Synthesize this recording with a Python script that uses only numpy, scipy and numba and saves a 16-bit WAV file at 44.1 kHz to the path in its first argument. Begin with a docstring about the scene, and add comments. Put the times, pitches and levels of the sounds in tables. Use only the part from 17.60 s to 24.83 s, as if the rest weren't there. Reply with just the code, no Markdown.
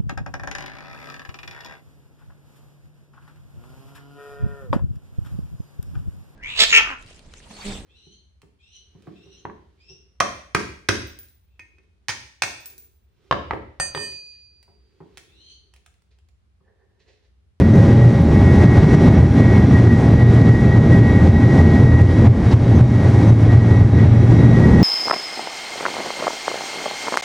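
"""Airliner cabin, take-off run

From inside the cabin, close beside a big fan engine at full thrust, on a small camera's stereo microphone.
Jet and airflow roar and the cabin air booms near 115 Hz. The fan sings its blade tone and a comb of shaft
orders. Low thumps come and go, the later, evenly spaced ones probably wheels on runway joints.
Loose trim ticks and squeaks, and the camera's limiter ducks everything under the heavy thumps."""
import sys
import numpy as np
from scipy import signal
from scipy.fft import rfft, irfft, next_fast_len
from scipy.io import wavfile
from scipy.ndimage import uniform_filter1d
from numba import njit

SR = 44100
rng = np.random.default_rng(int(sys.argv[2]) if len(sys.argv) > 2 else 0)


def log_audio(samples):
    """Write samples as a 16-bit WAV file to the path given in sys.argv[1]."""
    # one column per channel
    frames = np.atleast_2d(samples).T
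    # limit to full scale, then quantise
    limited = np.clip(frames, -1, 1)
    pcm = np.round(limited * 32767).astype(np.int16)
    wavfile.write(sys.argv[1], SR, pcm)


N = 318843

# microphone self-noise spectrum: f/Hz, relative density/dB
HISS_SPECTRUM = [(3000, -30), (5500, -8), (7500, 0), (11500, -3), (13000, -11), (15600, -34)]
# loudness of the roar as heard, including brief ducks at the thumps:
# t/s, level at 2.4-9 kHz/dB, rumble/dB (only its swing about the mean counts)
ROAR_AS_HEARD = [(0, -42, 29), (.11, -44.5, 28.5), (.2, -40, 28.5), (.4, -43.5, 28), (.5, -42.5, 26),
                 (.65, -46, 27.5), (.8, -42, 27.5), (1.02, -40.5, 26.5), (1.1, -41, 27.5),
                 (1.25, -39.5, 27), (1.47, -37.5, 28.5), (1.68, -45.5, 27), (1.8, -41.5, 28), (2, -41, 27),
                 (2.09, -42.5, 28.5), (2.2, -40.5, 27.5), (2.4, -41, 26.5), (2.65, -44.5, 27.5),
                 (2.75, -41, 25), (2.8, -44.5, 30.5), (2.9, -41, 27), (3.2, -45.5, 29.5),
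                 (3.35, -40.5, 27.5), (3.42, -45, 28), (3.6, -42, 27), (3.76, -45, 27.5), (4, -41, 27.5),
                 (4.15, -41.5, 27.5), (4.3, -45, 27.5), (4.5, -43, 24.5), (4.67, -42.5, 29.5),
                 (4.69, -46, 26), (4.74, -48, 25), (4.8, -46, 27.5), (4.88, -44, 20.5), (4.95, -44, 24.5),
                 (5.02, -45.5, 23), (5.17, -44.5, 27.5), (5.28, -46.5, 23.5), (5.4, -43.5, 23.5),
                 (5.55, -43.5, 24), (5.68, -44, 25.5), (5.75, -45.5, 24), (5.93, -42.5, 24),
                 (6.03, -45.5, 23.5), (6.15, -43.5, 25), (6.28, -48, 27), (6.43, -44, 26.5),
                 (6.54, -48, 24), (6.65, -45, 26.5), (6.8, -43, 27.5), (7, -42, 28), (7.23, -41, 29)]
# roar spectrum in the cabin: f/Hz, relative density/dB
ROAR_SPECTRUM = [(15, -52.5), (25, -28), (50, -13.5), (90, -6.5), (160, -6), (195, -9.5), (228, -7),
                 (260, -14), (340, -15), (483, -23.5), (900, -32), (1310, -39.5), (2200, -43),
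                 (2600, -49.5), (4600, -54.5), (5900, -56), (7500, -63), (10000, -68), (11200, -74),
                 (12500, -81.5)]
# stereo width of the roar: f/Hz, side minus mid/dB
ROAR_WIDTH = [(25, -30.5), (80, -34.5), (250, -26.5), (600, -18), (1100, -17.5), (2500, -17), (5000, -33.5),
              (8000, -7)]
# steady whine, probably a pump: t/s, level/dB
PUMP_LEVEL = [(0, -44), (.35, -32), (.6, -37), (.8, -33), (1.45, -34.5), (1.7, -36.5), (2, -36.5),
              (2.3, -37), (2.45, -32.5), (2.7, -39.5), (3.3, -35), (3.6, -36), (4.05, -31.5), (4.5, -42),
              (4.75, -44), (5, -43), (5.3, -44), (5.5, -37), (5.8, -43), (6.15, -37.5), (6.5, -43.5),
              (7, -37), (7.23, -35)]
# brief hum at the start: t/s, f/Hz, level/dB
BRIEF_HUM = [(0, 551, -34), (.2, 555, -25.5), (.45, 565, -29.5), (.62, 549.4, -29.5), (.7, 567, -60)]
# loose trim ticking: t/s, peak level/dB, centre f/Hz, bandwidth/Hz, length/s
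TRIM_TICKS = [(0.125, -43, 6100, 300, 0.05), (.152, -41, 9000, 7000, .01), (0.617, -47, 10900, 1200, .011),
              (2.732, -40, 8060, 3960, 0.02), (4.41, -40, 7090, 3998, 0.014),
              (4.907, -30, 4490, 2000, 0.017), (4.922, -28, 3600, 2940, 0.015),
              (4.923, -32, 1490, 1500, 0.03), (5.68, -48, 9000, 7000, .03), (5.802, -48, 10000, 2500, .01)]
# loose trim squeaking: t/s, level/dB, f/Hz, length/s
TRIM_SQUEAKS = [(5.15, -47, 6200, .042), (5.673, -44, 6180, 0.033)]
# boom of the cabin air: t/s, f/Hz, level/dB
CABIN_BOOM = [(0, 110.4, -20), (.45, 119.6, -9.5), (.65, 123.5, -21), (1.2, 118.4, -29), (1.7, 119.2, -22),
              (1.9, 113.4, -12), (2.8, 116, -11), (3, 125.6, -20.5), (3.3, 117.8, -12.5), (3.8, 120, -18),
              (4, 112.5, -19), (4.3, 122, -12), (4.55, 112.1, -19), (4.72, 114.7, -15), (4.8, 115.4, -37),
              (4.98, 114.3, -19), (5.02, 116, -12), (5.12, 116.2, -15.5), (5.27, 117.5, -13),
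              (5.4, 118, -16), (5.47, 113, -22), (5.53, 113.4, -13), (5.6, 111.9, -13.5),
              (5.8, 111.6, -9.5), (5.99, 113.1, -11), (6.04, 113.8, -12.5), (6.12, 113.8, -7),
              (6.17, 113.7, -12), (6.24, 113.3, -6.5), (6.32, 114.5, -18), (6.4, 113.4, -9),
              (6.55, 113.7, -11), (6.9, 116, -9), (7.05, 124, -23), (7.23, 114.7, -13.5)]
# lower hum, climbing with ground speed for most of the run: t/s, f/Hz, level/dB
LOW_HUM = [(0, 89.3, -11.5), (.5, 89.9, -39), (.65, 77.2, -17), (1, 78, -15.5), (2.2, 82, -19.5),
           (2.8, 82.1, -21), (3.1, 84, -18.5), (4.45, 87, -11.5), (4.7, 88.64, -14), (4.8, 88.3, -22),
           (5, 88.4, -17.5), (5.3, 88.4, -19), (5.6, 91.95, -14.5), (6.5, 93.76, -18.5), (6.8, 75.7, -22.5),
           (7.23, 76.1, -16)]
# low thumps and surges of the cabin boom; the later, evenly spaced ones probably wheels on runway joints:
# t/s, peak level/dB
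LOW_THUMPS = [(0.475, -4), (0.604, -7), (0.838, 1), (1.054, 2), (1.189, 2.5), (1.494, 3), (1.609, -2),
              (1.856, -2), (2.052, 2.5), (2.632, -2.5), (2.784, 0.5), (2.906, 0), (3.07, -2), (3.192, 0.5),
              (3.401, -2.5), (3.55, -7), (3.682, -1.5), (3.848, 2), (4.251, -9), (4.35, -2.5), (4.42, 3),
              (4.456, -1), (4.682, 5), (4.872, -4.5), (4.945, 3.5), (5.095, -5), (5.142, -4.5),
              (5.219, 2.5), (5.461, -2.5), (5.707, 0.5), (5.957, 3.5), (6.232, -1.5), (6.461, 0.5),
              (7.119, -9)]
# low cabin modes rung by a thump: f/Hz, relative level/dB
CABIN_MODES = [(117.6, 0), (85, -9)]
# tones of shock waves at unequal blade tips: multiple of the shaft rate
COMB_ORDERS = [5, 7, 11, 16, 21, 22, 25, 26, 27, 29, 30, 31, 32, 33, 35, 37, 38, 40, 42, 44, 45, 46, 47, 55,
               57, 59, 60, 63, 71, 72, 73, 102]
# strength of each of those orders: relative level/dB
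COMB_ORDER_DB = [15, 6, -4.5, -17.5, -8.5, -14.5, -14, -12, -15.5, -8.5, -14, -17, -17.5, -11.5, -15, -10.5,
                 -13.5, -14.5, -23, -24.5, -27.5, -23.5, -18, -29, -22.5, -19, -19.5, -19.5, -28, -20.5,
                 -22, -18]
# how strongly the whole comb comes through: t/s, level above the roar/dB
COMB_LEVEL = [(0, 4), (.65, 1.5), (.8, 4.5), (1.4, 3.5), (2.1, 5), (2.5, 2.5), (3.5, 3.5), (4.5, 2.3),
              (5.5, -0.7), (6.5, 5), (7.23, 3)]
# one strong shaft order above the blade tone, swelling on its own: t/s, level/dB
LONE_ORDER_LEVEL = [(0.03, -52), (0.39, -56), (0.61, -46), (0.69, -63), (0.75, -40), (1.57, -38),
                    (1.7, -53), (1.81, -39), (1.99, -35.5), (2.07, -61), (2.32, -43.5), (2.57, -50),
                    (2.61, -41), (2.77, -49), (2.88, -42), (2.92, -52), (3.62, -41), (3.66, -47),
                    (3.98, -43), (4.8, -49), (4.88, -44), (4.98, -50), (6.2, -45), (6.26, -58), (6.44, -40),
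                    (6.48, -55), (6.74, -45.5), (7.2, -48)]
# blade-passing tone: t/s, level/dB
BLADE_LEVEL = [(0.0, -49), (0.04, -32.5), (0.12, -33), (0.19, -31.5), (0.26, -35), (0.34, -41), (0.54, -32),
               (0.64, -48), (0.72, -42), (0.76, -33), (0.84, -32.5), (0.93, -31.5), (1.02, -31),
               (1.08, -32), (1.17, -29), (1.21, -35), (1.31, -29.5), (1.39, -33), (1.45, -27), (1.49, -40),
               (1.55, -32.5), (1.75, -45.5), (1.81, -29), (2.03, -29), (2.09, -42), (2.15, -28),
               (2.29, -35), (2.31, -23.5), (2.41, -34), (2.62, -31), (2.68, -38), (2.86, -28.5),
               (3.26, -35.5), (3.34, -25.5), (3.42, -35.5), (3.5, -31.5), (3.62, -29), (3.66, -39),
               (3.81, -30), (4.41, -31.5), (4.45, -40), (4.61, -34.5), (4.71, -49), (4.75, -40),
               (4.89, -42), (4.95, -50), (5.13, -41), (5.23, -45), (5.44, -34), (5.52, -48), (5.58, -36),
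               (5.7, -38), (5.74, -55), (5.82, -43), (5.87, -50), (5.9, -33), (5.94, -33), (5.98, -40),
               (6.04, -32), (6.08, -39), (6.11, -33.5), (6.16, -30), (6.3, -52), (6.4, -31.5), (6.52, -59),
               (6.56, -42), (6.64, -40.5), (6.72, -40.5), (6.8, -36.5), (6.86, -33), (6.92, -34),
               (6.97, -29), (7, -38), (7.04, -30), (7.1, -33.5), (7.15, -25), (7.23, -36)]
# octave of the blade tone, which comes and goes: t/s, level/dB
BLADE_OCTAVE_LEVEL = [(0.03, -63), (0.07, -53), (0.67, -56), (0.83, -55), (0.87, -63), (0.93, -48),
                      (1.09, -59), (1.19, -43), (1.23, -58), (1.49, -46), (1.7, -62), (1.79, -53),
                      (1.81, -60), (2.32, -52), (2.53, -55.5), (3.33, -54.5), (3.46, -61), (3.5, -47),
                      (3.58, -55), (4.66, -55), (4.74, -63), (4.92, -47), (4.96, -65), (5.02, -53),
                      (5.48, -57), (5.7, -50), (5.74, -57), (5.92, -54), (6.0, -68), (6.16, -52),
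                      (6.26, -60), (6.44, -50), (6.54, -60), (6.6, -53), (7.16, -52), (7.2, -57)]

SHAFT_HZ, BLADES, LONE_ORDER = 56.23, 34, 39
PUMP_HZ, HISS_DB, SQUEAK_OCTAVE_DB = 813, -66, -21
THUMP_SWELL_S, THUMP_RING_S = .014, .033
RATTLE_DB, RATTLE_LEAD_S, RATTLE_S, RATTLE_HZ, RATTLE_WIDTH_HZ = -26, .05, .06, 330, 600
LIMIT_DB, LIMIT_STEP_DB, RELEASE_S, TOP_HZ = -.5, .11, .068, 15700
TRIM_PAN = np.array([[1.2], [.8]])  # left of the microphone


def undb(db):
    return 10 ** (np.asarray(db) / 20)


def at_rms(x, db):
    return x * undb(db) / np.sqrt(np.mean(x ** 2))


def curves(table):
    """Columns of a table joined by straight lines in time."""
    times, *columns = np.transpose(table)
    return [np.interp(np.arange(N) / SR, times, column) for column in columns]


def walk(rate):
    """Random levels held 1 / rate s and smoothed twice; spread near 1."""
    hold = int(SR / rate)
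    steps = np.repeat(rng.standard_normal(N // hold + 1), hold)
    return 1.27 * uniform_filter1d(uniform_filter1d(steps, hold), hold)[:N]


def tone(hz, wobble=0.):
    """Sine of rms 1 that follows a pitch curve, its phase pushed about by wobble radians."""
    return np.sqrt(2) * np.sin(2 * np.pi * (np.cumsum(hz) / SR + rng.random()) + wobble)


def spectrum_gain(table, hz):
    """Gain of an (f/Hz, level/dB) table at the given frequencies."""
    f, db = np.transpose(table)
    return undb(np.interp(np.log(hz + 1), np.log(f), db))


def resonate(noise, hz, width_hz):
    """Noise passed twice through one resonance."""
    band = signal.iirpeak(hz, hz / width_hz, SR)
    return signal.lfilter(*band, signal.lfilter(*band, noise))


def arch(t, length):
    """Half-sine envelope from t = 0 to length."""
    return np.sin(np.pi * np.clip(t / length, 0, 1))


@njit
def limiter_gain(peak, ceiling, release, overshoot):
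    """Gain that drops at once under a peak and creeps back."""
    gain, held = np.empty(len(peak)), ceiling
    for i in range(len(peak)):
        held = peak[i] * overshoot if peak[i] > held else held + (ceiling - held) * release
        gain[i] = ceiling / held
    return gain


def microphone_hiss():
    """Each side of the microphone adds its own faint, even hiss."""
    size = next_fast_len(N)
    hz = np.arange(size // 2 + 1) * SR / size
    noise = rfft(rng.standard_normal((2, size))) * spectrum_gain(HISS_SPECTRUM, hz)
    return at_rms(irfft(noise, size)[:, :N], HISS_DB)


def jet_roar(roar_db, rumble_db):
    """Jet and airflow noise as heard, with brief ducks; octave bands flicker, low ones follow the rumble."""
    size = next_fast_len(N)
    hz = np.arange(size // 2 + 1) * SR / size
    mid, side = rfft(rng.standard_normal((2, size))) * spectrum_gain(ROAR_SPECTRUM, hz)
    stereo = mid + side * spectrum_gain(ROAR_WIDTH, hz) * np.array([[1], [-1]])
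    treble_rms = np.std(irfft(mid * ((hz > 2400) & (hz < 9000)), size))
    gust_db = .2 * walk(16) + .76 * walk(30)
    speed_db = np.linspace(-1.1, 1.1, N)
    out = 0
    for centre in 15 * 2. ** np.arange(11):
        band = np.cos(np.pi / 2 * np.clip(np.log2((hz + 1) / centre), -1, 1)) ** 2
        low = np.clip(np.log2(1600 / centre) / 3.4, 0, 1)
        deep = np.clip(np.log2(150 / centre) / 2.4, 0, 1)
        swing_db = roar_db - np.mean(roar_db) + gust_db + low * (rumble_db - np.mean(rumble_db))
        # the deepest bands duck less and swell with speed
        db = (1 - .68 * deep) * swing_db + deep * speed_db + .55 * walk(15)
        out = out + irfft(stereo * band, size)[:, :N] * undb(db)
    return out / treble_rms * undb(np.mean(roar_db))


def hum_and_whine():
    """A brief hum just left of centre and a whine of steady pitch, probably a pump."""
    hz, db = curves(BRIEF_HUM)
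    hum = tone(hz) * undb(db) * np.array([[1.1], [.9]])
    whine = tone(np.full(N, PUMP_HZ), .38 * walk(7)) * undb(curves(PUMP_LEVEL)[0])
    return hum + whine


def trim_ticks():
    """Short bursts of noise ring in loose trim."""
    out, t = np.zeros((2, N)), np.arange(4096) / SR
    for start, db, hz, width, length in TRIM_TICKS:
        ring = resonate(rng.standard_normal(len(t)), hz, width) * arch(t, length)
        at = int(start * SR)
        out[:, at:at + len(t)] += ring / np.abs(ring).max() * undb(db) * TRIM_PAN
    return out


def trim_squeaks():
    """Loose trim rubs: short wavering tones, each with its octave."""
    out, t, waver = 0, np.arange(N) / SR, 1.2 * walk(150)
    for start, db, hz, length in TRIM_SQUEAKS:
        phase = 2 * np.pi * hz * t + waver
        swell = np.sqrt(arch(t - start, length).clip(0))
        out = out + undb(db) * swell * (np.sin(phase) + undb(SQUEAK_OCTAVE_DB) * np.sin(2 * phase))
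    return out * TRIM_PAN


def cabin_boom():
    """The cabin air booms around the microphone with a lower hum beneath it; both waver."""
    boom_hz, boom_db = curves(CABIN_BOOM)
    hum_hz, hum_db = curves(LOW_HUM)
    boom = tone(boom_hz, .5 * walk(22)) * undb(boom_db + 2 * walk(30))
    hum = tone(hum_hz, .98 * walk(20)) * undb(hum_db + 3.1 * walk(20))
    return boom + hum


def low_thumps():
    """Each thump opens with a rattle, then swells and dies in the cabin's low modes, in step at the peak."""
    out, t = np.zeros(N + 8192), np.arange(8192) / SR
    rise = np.sin(np.pi / 2 * np.clip(t / THUMP_SWELL_S, 0, 1))
    fall = np.exp(-(np.maximum(t - THUMP_SWELL_S, 0) / THUMP_RING_S) ** 2)
    modes = sum(undb(db) * np.cos(2 * np.pi * hz * (t - THUMP_SWELL_S)) for hz, db in CABIN_MODES)
    ring = rise * fall * modes
    ring /= np.abs(ring).max()
    noise = rng.standard_normal((len(LOW_THUMPS), len(t)))
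    rattles = at_rms(resonate(noise, RATTLE_HZ, RATTLE_WIDTH_HZ), RATTLE_DB) * arch(t, RATTLE_S)
    for (peak_s, db), rattle in zip(LOW_THUMPS, rattles):
        for lead_s, sound in ((THUMP_SWELL_S, ring), (RATTLE_LEAD_S, rattle)):
            at = int((peak_s - lead_s) * SR)
            out[at:at + len(t)] += sound * undb(db)
    return out[:N]


def shaft_comb(shaft, ports, roar_db):
    """Shock waves at unequal blade tips sound at multiples of the shaft rate."""
    slow, quick = [walk(4) for _ in range(6)], [walk(90) for _ in range(3)]
    comb = 0
    for i, (order, db) in enumerate(zip(COMB_ORDERS, COMB_ORDER_DB)):
        scatter = order / BLADES  # higher orders are scattered more
        phase = order * shaft + i ** 2 + 1.1 * slow[i % 6] + .42 * scatter ** 1.9 * quick[i % 3]
        gain = undb(db + 1.2 * slow[(i + 3) % 6][::-1] + 1.7 * min(scatter, 1.6) * quick[i % 3][::-1])
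        comb = comb + gain * np.sin(phase + .058 * scatter * ports)
    lone = np.sin(LONE_ORDER * shaft + .44 * walk(12) + .5 * walk(70) + .06 * ports)
    lone *= undb(curves(LONE_ORDER_LEVEL)[0] + 1.5 * walk(60))
    return comb * undb(roar_db + curves(COMB_LEVEL)[0]) + lone


def engine_fan(roar_db):
    """Blade tone, octave and shaft orders; each wavers as it crosses the turbulent air and the wall."""
    shaft = 2 * np.pi * SHAFT_HZ * np.arange(N) / SR  # the heavy rotor turns evenly
    ports = np.array([[1], [-1]])  # short waves reach the two microphone ports a little apart
    blade = np.sin(BLADES * shaft + walk(30) + .3 * walk(140) + .29 * ports)
    flutter_db = 1.8 * walk(50) + 2.4 * walk(110)
    blade *= undb(curves(BLADE_LEVEL)[0] + flutter_db)
    comb = shaft_comb(shaft, ports, roar_db)
    octave = np.sin(2 * BLADES * shaft + 1.4 * walk(25) + .3 * walk(100) + .09 * ports)
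    octave *= undb(curves(BLADE_OCTAVE_LEVEL)[0] + flutter_db[::-1])
    return np.sqrt(2) * (blade + octave + comb)  # levels are rms


def scene():
    """The cabin as heard beside the engine, with the microphone's own hiss."""
    roar_db, rumble_db = curves(ROAR_AS_HEARD)
    cabin = jet_roar(roar_db, rumble_db) + cabin_boom() + low_thumps()
    return cabin + engine_fan(roar_db) + hum_and_whine() + trim_ticks() + trim_squeaks() + microphone_hiss()


def record(dry):
    """The microphone fades above 12 kHz; the limiter steps down on peaks with faint clicks; the top is cut."""
    capsule = signal.sosfilt(signal.butter(4, 12500, fs=SR, output="sos"), dry)
    peak = np.abs(capsule).max(axis=0)
    gain = limiter_gain(peak, float(undb(LIMIT_DB)), 1 / (RELEASE_S * SR), float(undb(LIMIT_STEP_DB)))
    return signal.sosfilt(signal.ellip(8, .2, 70, TOP_HZ, fs=SR, output="sos"), capsule * gain)


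dry = scene()
out = record(dry)
log_audio(out)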